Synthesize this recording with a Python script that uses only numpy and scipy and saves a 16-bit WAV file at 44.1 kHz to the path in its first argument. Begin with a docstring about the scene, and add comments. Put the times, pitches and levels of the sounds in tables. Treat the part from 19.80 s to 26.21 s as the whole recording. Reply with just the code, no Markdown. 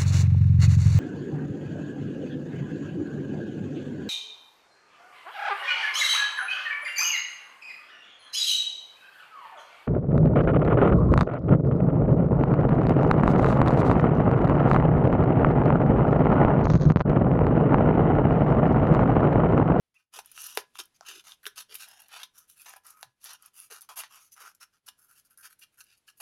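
"""In a small quiet room, hands weave strips of glitter-coated craft foam over a table, close by.
Each push drags a strip over its neighbour: glitter grains catch and let go, rasping and shaking the
strip's free end. Edges flick free, large flakes tick, and bare foam squeaks under a fingertip.
The hands bump the sheets and rumble faintly; the room adds a short echo, and a soft hiss lies behind."""
import sys
import numpy as np
from scipy import signal
from scipy.fft import rfft, irfft, next_fast_len
from scipy.io import wavfile
from scipy.ndimage import uniform_filter1d

SR = 44100
rng = np.random.default_rng(int(sys.argv[2]) if len(sys.argv) > 2 else 0)


def inscribe(sig):
    """Save sig as 16-bit PCM at rate SR to the path in sys.argv[1].

    A 1-D sig is mono; a 2-D sig holds one channel per row.
    Samples are clipped to [-1, 1] before scaling.
    """
    pcm = np.round(np.clip(np.atleast_2d(sig).T, -1, 1) * 32767)
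    wavfile.write(sys.argv[1], SR, pcm.astype(np.int16))


N = 282681

# pushes of one strip over another; "flex" is the ring of its free end, "bite" that of its cut edge:
# (start [s], rise [s], fall [s], level [dB], brightness [dB per octave], flex [dB], bite [dB])
PUSHES = [(0.141, 0.0045, 0.11, -65.5, -7, 0, -11), (0.322, 0.029, 0.072, -41.5, -2, 1.5, 3.5),
          (0.44, 0.018, 0.19, -57, -3.5, -20, 9), (0.53, 0.078, 0.2, -39, -1, -6, 1),
          (0.692, 0.078, 0.06, -56, -8, 7.5, 10), (0.77, 0.021, 0.023, -38.5, -1, -18, -3),
          (0.934, 0.038, 0.0085, -54.5, 2.5, 7, 12.5), (0.981, 0.017, 0.025, -35.5, -2, -4, -5),
          (1.139, 0.02, 0.016, -59, -3.5, -18.5, -9), (1.206, 0.025, 0.073, -64, -4, 22, -18),
          (1.246, 0.044, 0.068, -43, -4, 3, 10), (1.325, 0.037, 0.064, -46, -5, -11, 8.5),
          (1.434, 0.042, 0.087, -46.5, -3, 1.5, -1), (1.63, 0.0025, 0.03, -62, 11, 23, 12.5),
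          (1.652, 0.013, 0.023, -45.5, 9.5, 13, -6), (1.753, 0.043, 0.04, -36.5, -2.5, -2.5, 1),
          (1.879, 0.052, 0.077, -45.5, -5, -8, 6.5), (1.986, 0.024, 0.064, -39, -3, -13, 2),
          (2.038, 0.06, 0.22, -51, -4.5, 3.5, 5), (2.279, 0.096, 0.09, -41, -6.5, 1, 0),
          (2.532, 0.037, 0.1, -56, 1, 7, -4.5), (2.669, 0.039, 0.048, -58, 5.5, -6.5, 7),
          (2.736, 0.082, 0.057, -54, 4, 2.5, 7), (2.856, 0.0015, 0.11, -43.5, -4, 4.5, 1.5),
          (2.953, 0.008, 0.035, -59.5, -11, 18, 2), (3.032, 0.036, 0.089, -50, -0.5, 7, -23),
          (3.107, 0.12, 0.03, -63.5, 8.5, 19.5, 8), (3.398, 0.069, 0.019, -50.5, 2.5, -6.5, 1),
          (3.428, 0.064, 0.082, -42, -5, 3.5, -2.5), (3.57, 0.087, 0.043, -57, -4.5, 9.5, 2.5),
          (3.728, 0.059, 0.11, -50, 4.5, -2, 5), (3.899, 0.013, 0.1, -44, 1, 8.5, -11),
          (4.014, 0.015, 0.03, -53.5, -1.5, 5, -8), (4.088, 0.0035, 0.058, -45.5, -1, 13.5, 5),
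          (4.156, 0.026, 0.042, -35, 4.5, 2.5, 5), (4.201, 0.019, 0.065, -46.5, -8, 5, 4),
          (4.282, 0.062, 0.084, -52, -0.5, 9.5, 8.5), (4.391, 0.017, 0.1, -57, 2.5, 0.5, 0),
          (4.51, 0.023, 0.018, -50.5, 4.5, -18.5, -14), (4.55, 0.081, 0.1, -47.5, -0.5, 12, 3),
          (4.747, 0.0024, 0.0044, -55.5, 6.5, -5, -10), (4.798, 0.025, 0.026, -44.5, -1.5, 5.5, -8),
          (4.921, 0.018, 0.052, -65.5, -4.5, 10.5, -11.5), (5.06, 0.0044, 0.029, -53.5, 4, -2.5, -5),
          (5.075, 0.0079, 0.019, -42.5, -2, 4.5, 5.5), (5.169, 0.039, 0.1, -67, 10.5, 13.5, -17.5),
          (5.271, 0.036, 0.062, -63.5, 8, 15, 5), (5.34, 0.04, 0.042, -56.5, 4, -0.5, 7),
          (5.44, 0.02, 0.02, -62, 4, 1.5, -11.5), (5.494, 0.018, 0.038, -68, 12, 16, 7.5),
          (5.572, 0.012, 0.12, -65.5, 13.5, 17.5, 0), (5.622, 0.032, 0.032, -44, 1, 6.5, 1.5),
          (5.687, 0.033, 0.026, -57, 4.5, 8, 0.5), (5.785, 0.012, 0.023, -60, 9, -1.5, -2.5),
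          (5.807, 0.028, 0.016, -49, -0.5, -0.5, 9.5), (5.916, 0.028, 0.027, -70, 3.5, 7, 7),
          (5.971, 0.021, 0.027, -59, 9.5, 13.5, 6), (6.002, 0.0045, 0.015, -44, -2, -1, -6),
          (6.021, 0.11, 0.034, -59.5, -4.5, -7, 7), (6.165, 0.012, 0.018, -69, 7.5, -4.5, 2),
          (6.266, 0.024, 0.029, -52, -1, 3, -1.5), (6.36, 0.043, 0.02, -65, 12, -9, 4.5),
          (6.398, 0.01, 0.041, -38, 5, 9, 8.5)]
# edges that catch and flick free:
# (time [s], strength [dB], skid [s], free end [Hz], flex [dB], cut edge [Hz], bite [dB])
FLICKS = [(0.366, -19.5, .002, 520, 3, 7450, 0), (0.389, -7, 0.0045, 900, 6.5, 3500, -6),
          (0.577, -22, .001, 1380, 18, 3030, 7), (0.7736, 6, 0.0015, 873, 7.5, 3600, 2.5),
          (0.955, -22, 0.0026, 1190, 11, 3620, 8.5), (0.989, -6.5, 0.0085, 1220, 7, 5620, 5.5),
          (1.001, -14.5, 0.0027, 1300, -8, 3500, 15), (1.209, -40, 0.00035, 760, 34, 5500, 27.5),
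          (1.286, -9.5, 0.0089, 1300, -3, 6600, 1), (1.52, -21, 0.0018, 1000, -9.5, 3720, 15),
          (1.655, -20, 0.0014, 1540, 14, 2900, 20), (1.666, -7, 0.0018, 1680, 8.5, 3530, 6.5),
          (1.952, -19, 0.0044, 1120, -3, 2980, 17), (2.432, -8.5, 0.0062, 1100, -1.5, 3440, 9.5),
          (2.937, -24, 0.0031, 900, 18, 2200, 8), (2.961, -27, 0.01, 850, 18, 2390, -2),
          (3.229, -12, 0.00058, 905, 11, 3970, 2.5), (4.203, -15, 0.0052, 1010, -2, 2670, 17),
          (4.236, -17, 0.0032, 1170, 14.5, 2800, 0), (5.087, -13, 0.0025, 960, -5.5, 2680, 1)]
# single large flakes that tick: (time [s], strength [dB])
TICKS = [(0.459, -26.5), (0.516, -24.5), (0.618, -18.5), (0.641, -18), (0.666, -16.5), (0.751, -21),
         (0.77, -23.5), (1.036, -36), (1.055, -34.5), (1.797, -26), (1.913, -42), (1.944, -22),
         (1.954, -15.5), (1.96, -24), (1.986, -30), (2.086, -27), (2.113, -35), (2.201, -29), (2.207, -36),
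         (2.219, -30), (2.284, -32), (2.582, -26.5), (2.589, -27.5), (2.699, -27), (2.818, -25),
         (2.894, -25), (2.965, -28.5), (3.066, -23.5), (3.105, -25), (3.21, -32.5), (3.442, -20),
         (3.449, -22), (3.533, -24), (3.624, -30.5), (3.66, -25.5), (3.801, -23.5), (3.937, -25),
         (4.009, -25), (4.018, -23), (4.356, -33), (5.575, -28.5), (6.04, -37.5)]
# bare foam squeaking under a fingertip: (start [s], length [s], pitch [Hz], level [dB])
SQUEAKS = [(.145, 0.045, 2574, -64), (.193, 0.024, 2670, -81), (1.278, 0.021, 2780, -52),
           (3.12, 0.062, 1290, -69), (5.495, 0.06, 1467, -79.5), (5.575, 0.064, 1614, -68),
           (5.975, 0.059, 1482, -68.5), (6.275, 0.021, 1670, -62), (6.278, 0.019, 2750, -59)]
# soft bumps of the hands on the sheets: (start [s], length [s], resonance [Hz], level [dB])
BUMPS = [(.35, 0.046, 426, -60.5), (0.764, 0.03, 119, -72), (0.982, 0.035, 377, -56),
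         (1.25, 0.11, 380, -68), (1.313, 0.093, 350, -63), (1.66, 0.016, 436, -51.5),
         (1.874, 0.086, 430, -66.5), (2.07, 0.078, 71, -86), (3.223, 0.08, 127.4, -70),
         (3.895, 0.041, 433, -58.5), (4.591, 0.064, 442, -72.5)]
# tone colour of the glitter's rasp: (frequency [Hz], level [dB])
RASP_COLOUR = [(200, -38.5), (600, -31), (1000, -16), (1600, -4), (2100, -6), (2700, 0), (3800, -2),
               (4500, 0.5), (5300, 1.5), (6600, 0.5), (8200, -8), (9500, 3), (11500, 3), (13000, -4.5),
               (16000, -14.5)]
# pitch of the strip's free end, higher where the fingers hold it short: (time [s], pitch [Hz])
FREE_END_PITCH = [(0.37, 1110), (0.6, 1280), (0.73, 1350), (0.79, 887), (0.99, 1284), (1.23, 1260),
                  (1.47, 1020), (1.66, 1650), (1.8, 1200), (2.1, 800), (2.39, 1000), (2.6, 1510),
                  (2.81, 1610), (2.86, 990), (2.97, 880), (3.08, 1270), (3.5, 1149), (3.92, 1405),
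                  (4.13, 992), (4.62, 1393), (5.08, 1353), (5.6, 1538), (6.25, 1556), (6.4, 1030)]
# the hollow between fingers and sheets, changing with the grip:
# (time [s], cut edge [Hz], peak [Hz], peak gain [dB], low dip gain [dB], high dip [Hz], its gain [dB])
HOLLOWS = [(0.16, 2630, 5000, -1, -2, 3940, -8), (0.62, 2800, 5700, 3, -13.5, 4400, -6),
           (1.33, 2745, 6520, 7.5, -4, 3860, 1), (1.5, 3700, 6500, 5.5, 0, 4800, -2),
           (1.8, 3300, 5100, 2.5, -7, 4480, -1), (2.02, 2670, 5700, -0.5, -6, 3650, -2),
           (2.17, 2900, 5940, 4, 0, 4170, -10), (2.379, 3000, 4100, -1.5, 1, 6540, -3),
           (2.6, 3050, 5900, 9, -11, 4380, -12), (2.8, 2520, 6280, -5, -9, 5030, 0),
           (2.92, 2390, 6400, 4.5, 1, 4300, -6), (3.08, 2420, 5900, 0.5, 1.5, 3440, -14.5),
           (3.5, 2900, 5890, 4.5, -6, 4200, 1.5), (3.79, 2720, 6130, -2, -2, 3840, -12),
           (3.95, 2980, 6060, 4.5, -0.5, 3660, 0), (4.2, 2730, 6400, 1.5, -3, 4200, -0.5),
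           (4.36, 2730, 6250, 8, 2, 3600, -4.5), (4.64, 2600, 5970, 6, 2, 3665, -6.5),
           (5.3, 2700, 4640, 2.5, -11.5, 3600, -8.5), (5.63, 2620, 4780, 10, -1.5, 3700, -13),
           (5.83, 2690, 4000, -1.5, -2.5, 6930, -2), (6.01, 2750, 6310, 4, -7.5, 3400, -8.5),
           (6.11, 2680, 4560, 3.5, -4, 3360, -4.5)]
# narrow resonances of the space over the table: (frequency [Hz], width [Hz], boost [dB])
TABLE_RESONANCES = [(432, 64, 4.5), (660, 120, 6), (794, 66, 5), (1006, 15, 6.5), (1272, 32, 6),
                    (1389, 42, 5), (1525, 33, 4.5), (1677, 10, 5.5), (2766, 74, 2.5), (3687, 120, 6),
                    (6100, 47, 5)]
# tone colour of the background hiss: (frequency [Hz], relative level [dB])
HISS_COLOUR = [(25, -6), (80, -2), (200, -4), (600, -10.5), (1400, -12), (3000, -11.5), (8000, -19.5),
               (10500, -14.5), (16000, -34)]
# level of the background hiss, almost silent for the first third of a second, then steady with
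# two brief dips: (time [s], level [dB])
HISS_LEVEL = [(0, -86.5), (0.305, -99), (0.331, -75), (3.3, -79.5), (3.348, -87.5), (3.424, -79),
              (4.98, -81), (5.021, -92.5), (5.06, -78.5), (6.4, -79.5)]

USUAL_SKID_S = .0018  # how fast a typical skid dies away


def rubbing(usual_db=-50, grains_per_s=3600, catches_per_s=110, sparks_per_s=80, pose_s=.07):
    """Flakes catch and let go as a strip is pushed: slow pushes crackle, fast ones blur into a rasp."""
    out = np.zeros(N)
    for start, rise, fall, db, bright_db, flex_db, bite_db in PUSHES:
        n = int((rise + fall) * SR)
        t = np.arange(n) / SR
        speed = np.sin(np.pi / 2 * np.interp(t, [0, rise, rise + fall], [0, 1, 0])) ** 1.15
        glitter = grains(grains_per_s * np.sqrt(speed * undb(db - usual_db)))
        slide = undb(-7) * noise(n)  # the soft foam back slides smoothly
        catches = undb(-4) * grains(np.full(n, catches_per_s), spread_db=1.75)  # bigger flakes hold on
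        force = (glitter + slide + catches) * undb(2.5 * judder(n, rate=200))
        force = force / np.std(force) * speed * undb(db + 1.2)
        flex_hz = np.interp(start + rise, *np.transpose(FREE_END_PITCH))
        flex_q = 2.1 * undb(.24 * (usual_db - db))  # a light grip lets the end ring longer
        thud_db = flex_db - 25  # the end passes a share of its motion on to the sheet
        # one pose of the hands blends into the next
        for k, pose in enumerate(poses()):
            share = np.maximum(1 - np.abs(t / pose_s - k), 0)
            held = np.flatnonzero(share)
            if len(held):
                dulling_db = 3 * (1 - np.max(speed[held]))  # slower is duller
                edge_hz, hollow = cupped_hands(start + np.mean(t[held]))
                rasp = foam((force * share)[held], pose, bright_db - dulling_db, flex_hz, flex_db,
                            bite_db, thud_db, flex_q=flex_q, bite_hz=edge_hz, hollow=hollow)
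                add(out, start + t[held[0]], rasp)
        # loose flakes crackle on top in gritty clusters
        clusters = undb(8 * judder(n, rate=70))
        sparks = grains(sparks_per_s * clusters) * np.sqrt(speed)
        add(out, start, flake(sparks * undb(db - 15), bright_db=2.5))
    return out


def flicks():
    """Edges flick free: a short skid taps, a long one is gritty, and a hard flick thuds the sheet."""
    out = np.zeros(N)
    for start, db, skid_s, flex_hz, flex_db, bite_hz, bite_db in FLICKS:
        skid_db = -6 + 20 * np.log10(skid_s / USUAL_SKID_S)
        force = release(skid_db, skid_s) * undb(db)
        flick = foam(force, poses()[0], bright_db=-3, flex_hz=flex_hz, flex_db=flex_db, bite_db=bite_db,
                     thud_db=2 * db, echo_share=.4, bite_hz=bite_hz, overtone_db=-4)
        add(out, start, flick)
    return out


def ticks():
    """Large flakes let go one by one, each with a bright tick."""
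    out = np.zeros(N)
    for start, db in TICKS:
        add(out, start, flake(release(skid_db=-2) * undb(db - .5), bright_db=10))
    return out


def squeaks(waver=.052, wavers_per_s=297, rough_db=2, gain_db=10.5):
    """Bare foam vibrates under a fingertip: short swelling tones of unsteady pitch and loudness."""
    out = np.zeros(N)
    for start, length, hz, db in SQUEAKS:
        n = int(length * SR)
        pitch_hz = hz * (1 + waver * judder(n, wavers_per_s))
        phase = 2 * np.pi * np.cumsum(pitch_hz) / SR
        loudness = np.hanning(n) * undb(db + gain_db + rough_db * judder(n, wavers_per_s))
        add(out, start, np.sin(phase) * loudness)
    return out


def bumps():
    """A soft, uneven push on a limp sheet sets off a low thud that dies quickly."""
    out = np.zeros(N)
    for start, length, hz, db in BUMPS:
        n = int(length * SR)
        thud = shape(noise(n) * np.hanning(n), lambda f: resonance(f, hz, q=3), size=4096)
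        add(out, start, thud * np.sqrt(n / np.sum(thud ** 2)) * undb(db))
    return out


def grains(rate, spread_db=3.5):
    """Random clicks of flakes letting go, many small and a few large, about `rate` each second."""
    moment, depth, side = rng.random((3, SR // 2))[:, :len(rate)]
    size = undb(spread_db * np.minimum(-np.log(1 - depth), 4))
    pulses = (moment < rate / SR) * size * np.sign(side - .5)
    return pulses / np.sqrt(np.mean(pulses ** 2) + 1e-9)


def judder(n, rate):
    """Uneven sticking and slipping: glides to a new random value `rate` times a second."""
    hold = max(int(SR / rate), 2)
    steps = np.repeat(noise(n // hold + 1), hold)
    return uniform_filter1d(steps, hold)[:n]


def release(skid_db, skid_s=USUAL_SKID_S, size=1024):
    """Something lets go: a bending wave runs down the strip while the edge skids over a few flakes."""
    f = np.fft.rfftfreq(size, 1 / SR)
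    delay_s = .001744 * np.sqrt(1000 / np.maximum(f, 1))  # low waves travel more slowly
    wave = irfft(np.exp(-2j * np.pi * f * delay_s))
    skid = noise(size) * np.exp(-np.arange(size) / SR / skid_s)
    return (wave + undb(skid_db) * skid / np.linalg.norm(skid)) / np.hypot(1, undb(skid_db))


def foam(force, pose, bright_db, flex_hz, flex_db, bite_db, thud_db,
         echo_share=.75, flex_q=2, bite_hz=3000, overtone_db=-22, hollow=np.ones_like):
    """A force sounds through the hard glitter, the stiff cut edge, the free end and the limp sheet."""
    # the fingers move both pitches by up to a tenth of an octave
    end_hz, edge_hz = np.array([flex_hz, bite_hz]) * 2 ** (.2 * (pose[0, :2] - .5))

    def gain_at(f):
        tilt = undb(bright_db * np.log2(np.clip(f, 2000, 11500) / 5000))
        rasp = colour(RASP_COLOUR, f) * tilt
        bite = undb(bite_db) * resonance(f, edge_hz, q=2.6)
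        overtone = undb(overtone_db) * resonance(f, 1.9 * end_hz, 2 * flex_q)  # a second way to bend
        flex = undb(flex_db) * (resonance(f, end_hz, flex_q) + overtone)
        thud = undb(thud_db) * resonance(f, hz=440, q=2.07)
        scratch = np.hypot(rasp, bite) * near_echoes(f, pose, echo_share)
        return hollow(f) * np.sqrt(scratch ** 2 + flex ** 2 + thud ** 2)
    return shape(force, gain_at)


def flake(force, bright_db):
    """A single flake is too light to shake the strip much, so it sounds thin and bright."""
    return foam(force, poses()[0], bright_db, flex_hz=1350, flex_db=-2.5, bite_db=-5, thud_db=-22.5)


def poses(count=8, surfaces=10):
    """Random finger positions, each with a distance and a strength (0-1) for every near surface."""
    return rng.random((count, 2, surfaces))


def near_echoes(f, pose, echo_share, nearest_s=.0003985, farthest_s=.007):
    """Echoes between fingers and table boost some frequencies and weaken others, anew for each pose."""
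    lag_s = nearest_s * (farthest_s / nearest_s) ** pose[0]  # most surfaces are very close
    weight = pose[1] - .5
    echoes = np.sum(np.exp(-2j * np.pi * np.outer(f, lag_s)) * weight, axis=1) / np.linalg.norm(weight)
    ripple = np.abs(1 + echo_share * echoes) ** 1.45  # repeated bounces sharpen the peaks
    return ripple / np.sqrt(np.mean(ripple ** 2))


def cupped_hands(time_s):
    """The grip at one moment: the cut edge's pitch, and the tone colour of the hollow under the hands."""
    times, *columns = np.transpose(HOLLOWS)
    edge_hz, peak_hz, peak_db, low_db, high_hz, high_db = (np.interp(time_s, times, c) for c in columns)

    def hollow(f):
        peak = peak_db * resonance(f, peak_hz, q=6)
        low_dip = low_db * resonance(f, hz=2120, q=5.5)
        high_dip = high_db * resonance(f, high_hz, q=4.5)
        return undb(peak + low_dip + high_dip)
    return edge_hz, hollow


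def hand_rumble(strips):
    """Moving fingers press the sheets with a faint low rumble that grows with the rubbing."""
    effort = np.abs(uniform_filter1d(strips ** 2, SR // 20)) ** .125
    rumble = shape(rng.standard_normal(N), lambda f: resonance(f, hz=115, q=.86))[:N]
    return undb(-56) * effort * rumble


def room(x, first_echo_s=.0069, tail_db=-13.5, split_hz=6300, low_fade_s=.15, high_fade_s=.11):
    """Near surfaces colour the sound; the furnished room adds a short tail whose treble dies first."""
    t = np.arange(SR // 2) / SR
    tail = 0
    for band, fade_s in (("low", low_fade_s), ("high", high_fade_s)):
        scatter = signal.sosfilt(signal.butter(4, split_hz, band, fs=SR, output="sos"), noise(len(t)))
        tail = tail + scatter * undb(-60 * t / fade_s) * (t > first_echo_s)
    response = undb(tail_db) * tail / np.linalg.norm(tail)
    response[0] += 1  # the direct sound

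    def table_gain(f):
        boost_db = sum(db * resonance(f, hz, hz / width) for hz, width, db in TABLE_RESONANCES)
        return undb(boost_db - 4)
    return signal.fftconvolve(x, shape(response, table_gain))[:N]


def background_hiss():
    """A faint hiss comes in after a third of a second and stays under everything, dipping twice."""
    hiss = shape(rng.standard_normal(N), lambda f: colour(HISS_COLOUR, f))[:N]
    level_db = np.interp(np.arange(N) / SR, *np.transpose(HISS_LEVEL))
    return hiss / np.std(hiss) * undb(level_db)


def undb(db):
    """Turn decibels into a gain, the number a signal is multiplied by."""
    return 10 ** (np.asarray(db) / 20)


def colour(points, f):
    """Gain at frequencies f, read from an outline of (frequency [Hz], level [dB]) points."""
    hz, db = np.transpose(points)
    return undb(np.interp(np.log(f), np.log(hz), db))


def resonance(f, hz, q):
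    """Gain of something that rings at hz; a higher q makes the peak narrower."""
    return 1 / (1 + (q * (f / hz - hz / f)) ** 2)


def shape(x, gain_at, size=1024):
    """Filter x with the gain gain_at(f), leaving about `size` extra samples for it to ring."""
    n = 2 * next_fast_len((len(x) + size) // 2)
    f = np.maximum(np.fft.rfftfreq(n, 1 / SR), 1)
    cepstrum = irfft(np.log(gain_at(f) + 1e-9))
    # fold it so that the ringing comes after each click, never before
    cepstrum[1:n // 2] *= 2
    cepstrum[n // 2 + 1:] = 0
    return irfft(rfft(x, n) * np.exp(rfft(cepstrum)))


def noise(n):
    """Up to half a second of white noise."""
    return rng.standard_normal(SR // 2)[:n]


def add(out, start_s, x):
    """Mix x into out from start_s on."""
    i = int(np.clip(start_s * SR, 0, N))
    out[i:i + len(x)] += x[:N - i]


def scene():
    """The foam strips in the room, over the rumble and the hiss, as one channel."""
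    strips = squeaks() + rubbing() + flicks() + ticks() + bumps()
    return (room(strips) + hand_rumble(strips) + background_hiss())[None]


def record(dry, top_hz=16100):
    """Cut away the very highest treble."""
    return signal.sosfilt(signal.ellip(8, .2, 70, top_hz, fs=SR, output="sos"), dry)


dry = scene()
out = record(dry)
inscribe(out)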